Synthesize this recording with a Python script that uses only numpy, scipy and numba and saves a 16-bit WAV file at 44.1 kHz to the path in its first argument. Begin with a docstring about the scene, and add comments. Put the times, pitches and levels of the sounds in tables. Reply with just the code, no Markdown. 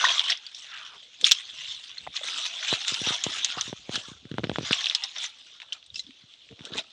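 """Wet mesh rustles at once in dense grains and bright pings: a net trap on wire ribs, worked by hand near a camera.
Each rustle is a granular sum of short damped rings whose density of slips sets the clumping.
Ribs and knots click as noise-excited resonances, and small parts ping as dying tones; wet cloth swishes by.
The grip knocks, flexes and scrapes the camera body; a brook hisses faintly as bands of noise.
The microphone port rings near 3.5 kHz and colours everything."""
import sys
import numpy as np
from scipy import signal
from scipy.fft import rfft, irfft
from scipy.io import wavfile
from scipy.ndimage import uniform_filter1d
from numba import njit

SR = 44100
rng = np.random.default_rng(int(sys.argv[2]) if len(sys.argv) > 2 else 0)


def transcribe(signal):
    """Save signal, clipped to [-1, 1], as a 16-bit WAV file at the path in sys.argv[1]."""
    frames = np.atleast_2d(signal).T
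    limited = np.clip(frames, -1, 1)
    pcm = np.round(limited * 32767).astype(np.int16)
    wavfile.write(sys.argv[1], SR, pcm)


N = 305172  # length in samples


def undb(db):
    """Level to amplitude: 20 dB is a factor of ten."""
    return 10 ** (np.asarray(db) / 20)


def unit(x):
    """Normalisation to an RMS amplitude of one."""
    return x / np.sqrt(np.mean(x ** 2))


def band(x, hz, width):
    """Two-pole resonance: gain 1 at the centre, bandwidth in Hz."""
    return signal.lfilter(*signal.iirpeak(hz, hz / width, fs=SR), x)


def walk(rate):
    """Slow random modulation: levels held 1 / rate s and smoothed twice, spread near 1."""
    hold = int(SR / rate)
    steps = np.repeat(rng.standard_normal(N // hold + 1), hold)
    return 1.1 * uniform_filter1d(uniform_filter1d(steps, hold), hold)[:N]


def curves(table):
    """Linear interpolation in time of every column after the first."""
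    s, *columns = np.transpose(table)
    return [np.interp(np.arange(N) / SR, s, c) for c in columns]


def add(out, sound, start):
    """Superposition of a short sound from a given sample."""
    out[start:start + len(sound)] += sound[:len(out) - start]


def net():
    """Friction noise of the mesh: coarse rub, main rustle, fine crackle and lone ticks follow the hand's moves."""
    # grains of coarse rub, main rustle and fine crackle: lowest f/Hz, highest f/Hz, rate/(grains per s),
    # twice the longest 1/e decay/cycles, size scatter/dB, clumping/dB
    grain_kinds = [(619.5, 1798, 1500, 30, 3.5, 2), (1890, 4860, 1800, 18, 1, 2.5),
                   (4890, 11950, 3800, 23, 1.4, 2.3)]
    # lone knots and droplets, columns as for the grains
    tick_kind = (2090, 7800, 200, 3.5, 2.35, 1.1)
    # the wet mesh drips and sways throughout: t/s, level of the main rustle/dB
    sway_table = [(0, -36.5), (.45, -62.5), (1.18, -65.5), (1.4, -54.5), (2.0, -60.5), (2.11, -63),
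                  (2.22, -56), (2.9, -61), (3.5, -46), (3.8, -62.5), (4.6, -81), (4.75, -67), (5.1, -57),
                  (5.3, -62.5), (5.52, -61.5), (5.7, -77), (5.8, -74), (5.89, -88), (6.08, -70),
                  (6.92, -69)]
    # tugs, folds and shakes: peak t/s, rise/s, fall/s, coarse rub level/dB, main rustle level/dB,
    # fine crackle level/dB
    tug_table = [(0.0, .05, 0.25, -28.5, -37.5, -34), (.17, 0.16, 0.13, -38.5, -37.5, -33),
                 (.31, 0.069, 0.059, -42.5, -33.5, -37), (.56, 0.056, 0.7, -84, -63, -51),
                 (.74, 0.17, 0.24, -54, -50.5, -57), (1.25, 0.014, 0.11, -48, -34, -26.5),
                 (1.64, 0.14, 0.29, -62.5, -46.5, -45), (2.16, 0.036, 0.068, -48, -42.5, -39),
                 (2.28, 0.094, 0.32, -42.5, -43, -34.5), (2.46, 0.072, 0.033, -44.5, -39, -31.5),
                 (2.7, 0.29, 0.32, -43, -40, -37.5), (2.9, 0.086, 0.23, -43, -41.5, -32.5),
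                 (3.09, 0.075, 0.13, -37, -38.5, -33), (3.36, 0.61, 0.072, -44, -45, -37.5),
                 (3.58, 0.085, 0.047, -39, -56.5, -61), (3.62, 0.084, 0.17, -49, -59, -39.5),
                 (3.96, 0.09, 0.084, -42.5, -45, -39.5), (4.08, 0.2, 0.12, -50.5, -57, -47),
                 (4.67, 0.046, 0.22, -43, -44.5, -39.5), (4.86, 0.4, 0.12, -43, -44, -40),
                 (5.05, 0.12, 0.037, -44.5, -43, -45), (5.16, 0.0044, 0.17, -46, -45, -52),
                 (5.24, 0.1, 0.064, -50, -44.5, -36), (5.63, 0.045, 0.058, -54, -64, -63),
                 (5.75, 0.055, 0.037, -52.5, -55.5, -56), (5.98, 0.038, 0.055, -75, -77, -42),
                 (6.66, 0.061, 0.069, -50.5, -57, -52.5), (6.737, 0.03, 0.1, -44.5, -50, -67),
                 (6.78, 0.039, 0.031, -51, -39.5, -37)]
    coarse_db, fine_db, ticks_db = -6, 2, -5.5  # against the main rustle; the first two hold for the sway alone
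    sway_db, = curves(sway_table)
    coarse, main, fine = swells(tug_table, [sway_db + coarse_db, sway_db, sway_db + fine_db])
    return rustle([coarse, main, fine, main * undb(ticks_db)], grain_kinds + [tick_kind])


def swells(moves, rest_db):
    """Addition of powers: every move grows and decays exponentially over a resting level; returns gains."""
    swell_db = 20  # rise and fall are the times for this change of level
    t = np.arange(N) / SR
    power = [undb(db) ** 2 + np.zeros(N) for db in rest_db]
    for s, rise, fall, *peak_db in moves:
        distance = np.where(t < s, (s - t) / rise, (t - s) / fall)
        shape = undb(-swell_db * distance) ** 2
        power = [p + shape * undb(db) ** 2 for p, db in zip(power, peak_db)]
    return np.sqrt(power)


def slips():
    """Stick-slip: loudness jumps when something lets go, then relaxes; log scale, spread 1."""
    slip_rate, settle_ms = 83, 14.4  # slips per s, 1/e time of each
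    steady_rub = 1  # bed under the slips
    when, luck = rng.random((3000, 2))[:int(slip_rate * N / SR)].T
    kicks = np.zeros(N)
    kicks[(when * N).astype(int)] = -np.log(1 - luck)
    settling = signal.lfilter([1], [1, -np.exp(-1 / (settle_ms * SR / 1000))], kicks)
    level = np.log(steady_rub + settling)
    return (level - level.mean()) / level.std()


@njit
def sprinkle(start, pole, size, n):
    """Damped oscillation: each grain is a rotating phasor that shrinks until it is negligible."""
    out = np.zeros(n)
    for k in range(len(start)):
        z, i = size[k] + 0j, start[k]
        while i < n and abs(z) > size[k] / 300:
            out[i] += z.imag
            z, i = z * pole[k], i + 1
    return out


def rustle(gains, kinds):
    """Granular friction: slipping surfaces give tiny rings in quick clumps, many from a few taut strands."""
    strand_s, strand_share = 0.04, 0.65  # time a taut strand keeps its pitch, its part of the grains
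    strand_spread = 0.04  # detuning as a part of the log pitch range
    out, jerks = 0, slips()
    for gain, (low_hz, high_hz, rate, cycles, scatter_db, clump_db) in zip(gains, kinds):
        when, pitch, luck, ring, which = rng.random((40000, 5))[:int(rate * N / SR)].T
        strands = rng.random((2000, 2))
        is_taut = which < strand_share
        second = (which > strand_share / 2).astype(int)
        turn = (when * N / SR / strand_s + second / 2).astype(int)  # two strands change by turns
        taut_pitch = strands[turn, second] + strand_spread * (pitch - .5)
        hz = low_hz * (high_hz / low_hz) ** np.where(is_taut, taut_pitch, pitch)
        ring = np.where(is_taut, np.sqrt(ring), ring)  # taut strands ring longer
        decay_cycles = (cycles / 2) ** ring  # from dull ticks to short wet rings
        damping = hz / SR / decay_cycles
        # the root of the damping gives short and long grains equal energy
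        size = undb(-scatter_db * np.log(1 - .995 * luck)) * np.sqrt(damping)
        pole = np.exp(2j * np.pi * hz / SR - damping)
        grains = sprinkle((when * N).astype(np.int64), pole, size, N)
        highpass = signal.butter(6, 0.68 * low_hz, "high", fs=SR, output="sos")
        grains = signal.sosfilt(highpass, grains)
        out = out + unit(grains * undb(clump_db * jerks)) * gain
    return out


def clicks():
    """Impact resonance: tiny impacts ring at a pitch with a broad crack; nearby mesh scatters a faint tail."""
    # ribs, knots and drops: t/s, level/dB, ring f/Hz, fade t60/ms
    click_table = [(0.103, -43, 567, 59), (0.301, -18, 5420, 23), (0.321, -24, 2400, 18),
                   (0.373, -36, 5300, 11), (0.465, -34.5, 4640, 21), (0.547, -33, 5470, 13),
                   (1.212, -23, 8200, 5.1), (1.242, -18, 3630, 19), (1.312, -7, 5200, 1.7),
                   (1.318, -6.5, 6100, 5.7), (1.98, -37, 4170, 34), (2.211, -33.5, 560, 47),
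                   (2.241, -38, 497, 39), (2.284, -31, 2350, 26), (2.377, -25.5, 8100, 8.1),
                   (2.881, -14.5, 6900, 4.1), (2.942, -19.5, 5250, 7.6), (3.017, -26.5, 9400, 25),
                   (3.238, -15, 6760, 12.6), (3.446, -11, 6600, 12), (3.583, -28, 1240, 39),
                   (3.61, -16.5, 6300, 11), (3.956, -24.5, 1580, 12.5), (3.956, -19, 4900, 3.5),
                   (4.723, -17.5, 8500, 6.4), (4.73, -15, 2890, 8.2), (4.745, -29, 7430, 36),
                   (4.81, -35, 1834, 27), (4.885, -32, 5360, 25), (4.898, -23, 4020, 7.8),
                   (4.949, -13, 5120, 8.7), (5.037, -22, 5430, 19), (5.183, -30, 5900, 15),
                   (5.261, -33, 6100, 32), (5.628, -42, 1390, 6.6), (5.723, -33, 3040, 21),
                   (5.729, -26.5, 5460, 5), (5.862, -44.5, 8100, 21), (5.943, -38.5, 4940, 24),
                   (5.957, -30.5, 5350, 25), (5.965, -39, 5000, 26), (5.981, -54, 5150, 12),
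                   (5.994, -32.5, 6550, 14), (6.592, -41.5, 1940, 5), (6.652, -30.5, 7600, 5.5)]
    # wet knots let go: t/s, level/dB
    knot_table = [(.011, -27), (.026, -40), (.128, -39), (.181, -25), (.194, -17.5), (.206, -30),
                  (.215, -28), (.257, -36), (.298, -21), (1.972, -39), (2.166, -24), (2.174, -32),
                  (2.343, -33), (2.419, -38), (2.453, -32), (2.63, -27), (2.648, -29), (2.684, -39),
                  (2.737, -23.5), (2.849, -27.5), (3.067, -30), (3.088, -28), (3.096, -31), (3.302, -35),
                  (3.348, -42), (3.519, -38), (4.8, -36), (4.808, -27), (4.842, -24), (4.858, -22),
                  (4.868, -20), (4.91, -26), (5.164, -41), (5.201, -37), (5.601, -37), (5.618, -34),
                  (5.827, -48), (5.841, -51.5), (6.066, -47), (6.107, -46), (6.338, -48), (6.489, -46.5),
                  (6.617, -48)]
    knot_hz, knot_spread, knot_t60_ms = 3430, 0.45, 7  # each at its own pitch near this one
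    rise_ms = 0.28
    first_force, first_ms = 2.3, 0.49  # extra force of the first contact, how fast it passes
    ring_spread = 4.4  # width of each resonance over that of a pure mode with the same decay
    crack_db, crack_ms = -2, 4.1  # level against the click, longest t60
    tail_db, tail_ms = -5, 50.4  # noise level fed to the tail against the click, t60
    lowest_hz = 383  # small parts give no bass
    out, ms = np.zeros(N), 1000 * np.arange(4096) / SR
    rise = 1 - np.exp(-ms / rise_ms)
    pitches = knot_hz * (1 + knot_spread * rng.uniform(-1, 1, len(knot_table)))
    knots = [(s, db, hz, knot_t60_ms) for (s, db), hz in zip(knot_table, pitches)]
    for s, db, hz, t60_ms in click_table + knots:
        burst, scatter = rng.standard_normal((2, len(ms))) * rise
        burst = burst * (1 + first_force * np.exp(-ms / first_ms))  # the first contact is the hardest
        fade = 1000. 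** (-ms / t60_ms)
        quick = 1000. ** (-ms / min(t60_ms, crack_ms))
        width = min(ring_spread * 2200 / t60_ms, 2 * hz)  # the quicker it dies, the broader it rings
        ring = unit(band(band(burst * fade, hz, width), hz, width)) * np.std(rise * fade)
        crack = unit(band(burst * quick, 4630, 5900)) * np.std(rise * quick) * undb(crack_db)
        tail = band(scatter, hz, hz) * undb(tail_db) * np.exp(-ms / tail_ms * 3 * np.log(10))
        add(out, undb(db) * (ring + crack + tail), int(s * SR))
    return signal.sosfilt(signal.butter(4, lowest_hz, "high", fs=SR, output="sos"), out)


def pings():
    """Free vibration: small hard parts and hollows give clean, exponentially dying tones with a soft start."""
    # t/s, peak level/dB, f/Hz, t60/ms
    ping_table = [(0.0408, -10.5, 1033, 20), (0.043, -18.5, 1500, 19), (0.0508, -13.5, 1854, 24),
                  (0.081, -27.5, 984, 90), (2.067, -28.5, 970, 4.9), (2.0735, -21.5, 750, 11),
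                  (2.073, -34, 2020, 7.5), (5.902, -49.5, 3760, 15), (5.958, -43, 2660, 60),
                  (5.994, -49, 2060, 57), (5.994, -34, 4065, 33), (6.001, -44, 3940, 41),
                  (6.068, -50, 283, 120), (6.091, -40, 266, 43), (6.504, -47, 440, 60),
                  (6.522, -44, 457, 54), (6.779, -32, 867, 50), (6.792, -30.5, 640, 28)]
    rise_cycles = 1.2
    out, t = np.zeros(N), np.arange(4096) / SR
    for s, db, hz, t60_ms in ping_table:
        shape = (1 - np.exp(-t * hz / rise_cycles)) * 1000. ** (-1000 * t / t60_ms)
        tone = np.sin(2 * np.pi * hz * t)
        add(out, undb(db) * shape / shape.max() * tone, int(s * SR))
    return out


def swish():
    """Modulated noise: wet cloth sweeps past as slow noise on a carrier that glides down."""
    # t/s, centre f/Hz, level/dB
    swish_table = [(.66, 1900, -63), (.73, 1650, -47.5), (.88, 1233, -55.5), (.97, 850, -52.5),
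                   (1.0, 800, -89)]
    hz, db = curves(swish_table)
    t = np.arange(N) / SR
    slow = signal.lfilter(*signal.butter(2, 350, fs=SR), rng.standard_normal((2, N)))
    carrier = np.exp(2j * np.pi * np.cumsum(hz) / SR)
    hiss = ((slow[0] + 1j * slow[1]) * carrier).real
    return unit(hiss) * undb(db) * (t > swish_table[0][0]) * (t < swish_table[-1][0])


def knocks():
    """Pressure relief: a push on the body, with a weaker bounce, rebounds through the vent as a wobble."""
    # the grip shifts on the camera body: t/s at the end of the push, peak level/dB, f/Hz
    knock_table = [(2.729, -12, 488), (2.923, -26.5, 287), (3.018, -22, 257), (3.073, -19.5, 356),
                   (3.108, -21.5, 315), (3.267, -15, 400), (3.574, -25.5, 403), (3.681, -29.5, 243),
                   (3.698, -33, 205), (3.73, -18.5, 403), (3.895, -18, 347), (3.959, -32, 265),
                   (3.979, -28, 280), (4.086, -33, 250), (4.119, -31.5, 182), (4.256, -30.5, 187),
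                   (4.317, -20, 203), (4.343, -22.5, 210), (4.385, -13.5, 453), (4.395, -18, 304),
                   (4.437, -19, 260), (4.443, -13, 299), (4.454, -25, 308), (4.472, -24, 242),
                   (4.497, -12, 353), (4.517, -17.5, 390), (4.532, -33, 190), (4.586, -12, 416),
                   (4.593, -20.5, 248), (4.611, -23, 266), (4.632, -26, 249), (4.64, -33, 206),
                   (4.711, -13, 317), (6.241, -46.5, 137), (6.514, -39.5, 150), (6.528, -38.5, 168),
                   (6.61, -32.5, 173), (6.723, -31.5, 181), (6.756, -29.5, 448)]
    vent_hz, push_cycles = 104.5, 0.605  # vent that lets slow pressure out; push length in cycles of f
    rasp_db, rasp_hz = -22.5, 1060  # skin drags on the casing during the push; level against it
    out, t = np.zeros(N), np.arange(3000) / SR
    vent = signal.butter(5, vent_hz, "high", fs=SR, output="sos")
    for s, db, hz in knock_table:
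        late, share = rng.random(2)
        push = np.sin(np.pi * np.minimum(t * hz / push_cycles, 1)) ** 2
        bounce = np.roll(push, int((1 + 2 * late) * SR / hz))
        push = push + 0.33 * share * bounce
        rasp = unit(band(rng.standard_normal(len(t)), rasp_hz, rasp_hz)) * undb(rasp_db)
        knock = signal.sosfilt(vent, push * (1 + rasp))
        add(out, undb(db) * knock / np.abs(knock).max(), int((s - push_cycles / hz) * SR))
    return out


def snaps():
    """Flexure: the casing makes one sharp cycle out and back and rattles as fading narrow noise."""
    # t/s, level of the cycle/dB, f/Hz
    snap_table = [(4.3830, -19, 1330), (4.4401, -21.5, 1700), (4.4464, -28, 2090), (4.4974, -23.5, 1200),
                  (4.559, -18, 1370), (4.585, -28.5, 1350), (4.7092, -17.5, 1380)]
    rattle_db, rattle_s = -22.5, 0.0054  # level against the cycle at the start, 1/e time
    out, t = np.zeros(N), np.arange(1000) / SR
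    for s, db, hz in snap_table:
        cycle = np.sin(2 * np.pi * np.minimum(t * hz, 1) ** 0.95)
        rattle = unit(band(rng.standard_normal(len(t)), hz, hz)) * undb(rattle_db) * np.exp(-t / rattle_s)
        add(out, undb(db) * (cycle + rattle), int(s * SR))
    return out


def slides():
    """Sliding friction: a hand moving on the camera body gives grains of low rumble and of scrape."""
    # rumble and scrape grains: lowest f/Hz, highest f/Hz, rate/(grains per s),
    # twice the longest 1/e decay/cycles, size scatter/dB, clumping/dB
    rub_kinds = [(65, 200, 170, 3.2, 3.6, 1.5), (211, 740, 500, 7.1, 3.7, 2.5)]
    # peak t/s, rise/s, fall/s, rumble level/dB, scrape level/dB
    slide_table = [(1.24, 0.039, 0.025, -71, -39), (1.64, 0.34, 0.33, -62, -87),
                   (2.09, .1, 0.031, -49, -52.5), (2.26, 0.062, 0.43, -96, -59.5),
                   (2.72, 0.015, 0.061, -65, -42), (3.06, 0.31, 0.16, -56, -54),
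                   (3.26, .07, 0.36, -58.5, -50.5), (3.59, 0.093, 0.44, -59, -65),
                   (3.95, 0.082, 0.079, -58, -44), (4.55, 0.58, 0.26, -47, -51),
                   (5.94, 0.074, 0.15, -54.5, -81), (6.52, 0.033, 0.034, -49, -56),
                   (6.77, 0.17, 0.067, -61, -39.5)]
    rest_db = [-81.5, -73]  # rumble and scrape of the hand at rest
    return rustle(swells(slide_table, rest_db), rub_kinds)


def brook():
    """Turbulence noise: half-octave bands of distant water swell together and flicker alone."""
    # f/Hz, mean level per half octave/dB
    brook_table = [(60, -86), (200, -86), (600, -77), (1500, -91.5), (3400, -73), (6000, -75), (10000, -82)]
    out, swell = 0, walk(0.33)
    f, db = np.transpose(brook_table)
    for hz in 50 * 2 ** np.arange(0, 8.1, .5):
        hiss = unit(band(rng.standard_normal(N), hz, hz / 3))
        level_db = np.interp(np.log(hz), np.log(f), db)
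        out = out + hiss * undb(level_db + 0.5 * swell + 0.54 * walk(10))
    return out


def scene():
    """Superposition of the net, the hand on the camera body and the brook, as one channel."""
    trap = net() + clicks() + pings() + swish()
    hand = knocks() + snaps() + slides()
    return (trap + hand + brook())[None]


def record(dry):
    """Minimum phase: the port's log gain fixes its causal response; the top steps down and is cut."""
    # colour of the microphone port: f/Hz, gain/dB
    port_table = [(25, -11.5), (70, -2.5), (800, -4.5), (1400, 3.5), (2300, 4.5), (3500, 17.5), (4050, 12),
                  (4670, 4), (5900, 4), (7900, -5.5), (9550, -17.5), (11800, -33), (15000, -23)]
    shelf_hz, shelf_db, top_hz = 11900, 24, 15500  # where the top steps down, by how much, where it ends
    f, db = np.transpose(port_table)
    log_gain = np.interp(np.log(np.linspace(1, SR / 2, 1025)), np.log(f), db) * np.log(10) / 20
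    cepstrum = irfft(log_gain)
    # folding the later half onto the earlier makes the response causal
    cepstrum[1:1024] *= 2
    cepstrum[1025:] = 0
    response = irfft(np.exp(rfft(cepstrum)))[None, :1024]
    heard = signal.fftconvolve(dry, response)[:, :N]
    shelf = signal.ellip(5, .5, shelf_db, shelf_hz, fs=SR, output="sos")
    heard = signal.sosfilt(shelf, heard)
    return signal.sosfilt(signal.ellip(8, .2, 70, top_hz, fs=SR, output="sos"), heard)


dry = scene()
out = record(dry)
transcribe(out)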